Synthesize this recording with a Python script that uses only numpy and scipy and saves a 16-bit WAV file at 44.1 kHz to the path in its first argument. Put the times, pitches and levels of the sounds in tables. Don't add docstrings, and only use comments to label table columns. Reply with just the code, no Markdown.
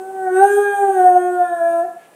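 import sys
import numpy as np
from scipy import signal
from scipy.fft import rfft, irfft, next_fast_len
from scipy.io import wavfile
from scipy.ndimage import uniform_filter1d

SR = 44100
rng = np.random.default_rng(int(sys.argv[2]) if len(sys.argv) > 2 else 0)


def voltage_ratio(decibels):
    exponent = np.asarray(decibels, float) / 20
    return 10 ** exponent


def dump_mix(stems):
    frames = np.atleast_2d(stems).T
    limited = np.clip(frames, -1, 1)
    pcm = np.round(limited * 32767).astype(np.int16)
    wavfile.write(sys.argv[1], SR, pcm)


N = 94815
LEAD = 16384
TOTAL = N + LEAD


def set_level(x, db):
    return x * voltage_ratio(db) / np.sqrt(np.mean(x ** 2))


def drift(rate_hz):
    hold = int(SR / rate_hz)
    steps = np.repeat(rng.standard_normal(TOTAL // hold + 1), hold)
    return 1.3 * uniform_filter1d(uniform_filter1d(steps, hold), hold)[:TOTAL]


def peak(f, hz, width_hz):
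    return 1 / (1 + ((f - hz ** 2 / f) / width_hz) ** 2)


def coloured(gain):
    n = next_fast_len(TOTAL)
    f = np.arange(1, n // 2 + 2) * SR / n
    return irfft(rfft(rng.standard_normal(n)) * gain(f), n)[:TOTAL]


def tract(f, resonances):
    return sum(voltage_ratio(db) * peak(f, hz, width_hz) for hz, width_hz, db in resonances)


def throat(f):
    # centre_hz, width_hz, level_db
    throat_modes = [(1020, 120, -6), (1200, 200, -16), (1490, 200, 0), (1700, 160, -1)]
    valley = 0.91 * peak(f, 2063, 216)
    return tract(f, throat_modes) * (1 - valley)


def howl(t):
    # time_s, pitch_hz, first_partial_db,
    # mouth_db (second partial over first), effort_db (bright part), throat_ring_db
    course = [(0, 376.3, -30, -6, -57, -47.5), (.12, 384.7, -31.5, -1.5, -62, -49.5),
              (.24, 376.2, -26.5, 4, -56, -34.5), (.31, 366.8, -24, -4, -53, -32.5),
              (.37, 375, -20, -2, -43.5, -20.5), (.45, 402.7, -17, 5, -38.5, -25.5),
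              (.58, 408.6, -7.5, -24.5, -37.5, -25), (.67, 405.8, -15.5, -7, -44, -24.5),
              (.79, 400.6, -30, 12, -42, -27), (.86, 394.6, -15, -4.5, -46.5, -27),
              (.92, 385.6, -22, -2.5, -45, -35), (1.0, 365.8, -20.5, 7.5, -42, -29),
              (1.14, 360.6, -23.5, 19, -49, -31.5), (1.34, 360.2, -24.5, 11.5, -50, -33),
              (1.46, 350.7, -31.5, 8, -53, -29), (1.6, 337.6, -39.5, 21, -51.5, -36),
              (1.8, 336.5, -32, 15.5, -51.5, -30.5), (1.86, 335.7, -32.5, 9.5, -64, -49)]
    # centre_hz, width_hz, level_db
    teeth_modes = [(6430, 580, -9.5), (8677, 980, 3), (9750, 230, -15.5), (12000, 1100, -5),
                   (14600, 1200, -20)]
    # centre_hz, width_hz, level_db
    palate_modes = [(2580, 170, -19.5), (3238, 140, -13.5), (3730, 91, -18.5)]
    end_s, release_s, end_rise_hz, end_rise_s = 1.855, 0.011, 33.78, 0.0197
    lines_low_hz, lines_top_hz = 5600, 10500

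    time_s, *columns = np.array(course).T
    curves = [uniform_filter1d(np.interp(t, time_s, column), size=600) for column in columns]
    pitch, first_db, mouth_db, effort_db, ring_db = curves

    glide = uniform_filter1d(np.abs(np.gradient(pitch)) * SR, size=4000)
    flutter_db = 1.5 + 0.012 * glide
    end_rise = end_rise_hz * np.exp(np.minimum(t - end_s, 0) / end_rise_s)
    pitch = pitch * (1 + 0.0015 * drift(34.94)) + end_rise
    phase = 2 * np.pi * np.cumsum(pitch) / SR

    first = voltage_ratio(flutter_db * drift(39.95)) * np.sin(phase)
    second = voltage_ratio(mouth_db + flutter_db * drift(45.08)) * np.sin(2 * phase + 1)
    voice = np.sqrt(2) * voltage_ratio(first_db) * (first + second)

    bright, ring = voltage_ratio(effort_db), voltage_ratio(ring_db)
    palate = voltage_ratio(0.83 * effort_db - 9.5)
    for k in range(3, 42):
        f = k * pitch
        lines_fade = 1 + (lines_low_hz / f) ** 16 + (f / lines_top_hz) ** 10
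        gain = ring * throat(f) + palate * tract(f, palate_modes)
        gain = gain + bright * voltage_ratio(-7) * tract(f, teeth_modes) / lines_fade
        shimmer = voltage_ratio(5 * min(k / 6, 1) * drift(16))
        voice = voice + gain * shimmer * np.sin(k * phase + k * k)

    teeth_hiss = set_level(coloured(lambda f: tract(f, teeth_modes)), -2.5)
    throat_breath = set_level(coloured(lambda f: throat(f) + 0.5 * peak(f, 630, 500)), -23)
    palate_breath = set_level(coloured(lambda f: peak(f, 3100, 550) + peak(f, 3500, 700)), -21)
    puff = 1 + 0.1 * np.cos(phase)
    air = puff * (bright * (teeth_hiss + palate_breath) + ring * throat_breath)
    return (voice + air) * np.exp(-np.maximum(t - end_s, 0) / release_s)


def tiles(x):
    # centre_hz, t60_s
    fading = [(200, 0.64), (700, 0.23), (1700, 1), (6000, 0.15), (14000, 0.083)]
    first_echo_s, echo_db = 0.009, -8
    fade_hz, fade_s = np.array(fading).T
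    t = np.arange(len(x)) / SR
    tail = 0
    for hz in 125 * 2. ** np.arange(8):
        t60 = np.interp(np.log(hz), np.log(fade_hz), fade_s)
        octave = coloured(lambda f: np.cos(np.pi / 2 * np.clip(np.log2(f / hz), -1, 1)))
        tail = tail + octave * voltage_ratio(-60 * t / t60) / np.sqrt(t60)
    tail = tail * (t > first_echo_s)
    tail = tail * voltage_ratio(echo_db) / np.sqrt(np.sum(tail ** 2))
    return signal.fftconvolve(x, tail)[:len(x)]


def hush():
    # frequency_hz, density_db (per Hz)
    room_tone = [(29, -57), (70, -35.5), (160, -7.5), (300, -6), (700, -1.5), (1800, -20.5), (4900, -30.5),
                 (9000, -20), (15000, -29)]
    hz, db = np.array(room_tone).T
    noise = coloured(lambda f: voltage_ratio(np.interp(np.log(f), np.log(hz), db)))
    return set_level(noise, -48.5) * voltage_ratio(1.5 * drift(6))


def low_bumps(t):
    # time_s, level_db
    bumps = [
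        (.555, -60),
        (.59, -53),
        (1.056, -46),
        (1.147, -57),
    ]
    width_s = 0.003
    return sum(voltage_ratio(db) * np.exp(-((t - time_s) / width_s) ** 2) for time_s, db in bumps)


def inhale(t):
    start_s, rise_s = 1.93, 0.08
    air = set_level(coloured(lambda f: peak(f, 2200, 1800)), -59)
    return air * np.clip((t - start_s) / rise_s, 0, 1) * voltage_ratio(2 * drift(20))


def scene():
    t = (np.arange(TOTAL) - LEAD) / SR
    dog = howl(t)
    low_cut = signal.butter(3, 110, "high", fs=SR, output="sos")
    near = signal.sosfilt(low_cut, dog + tiles(dog) + inhale(t))
    return (near + hush() + low_bumps(t))[None, LEAD:]


def top_cut(x):
    return signal.sosfilt(signal.butter(12, 15520, fs=SR, output="sos"), x)


def record(dry):
    return top_cut(dry)


dry = scene()
out = record(dry)
dump_mix(out)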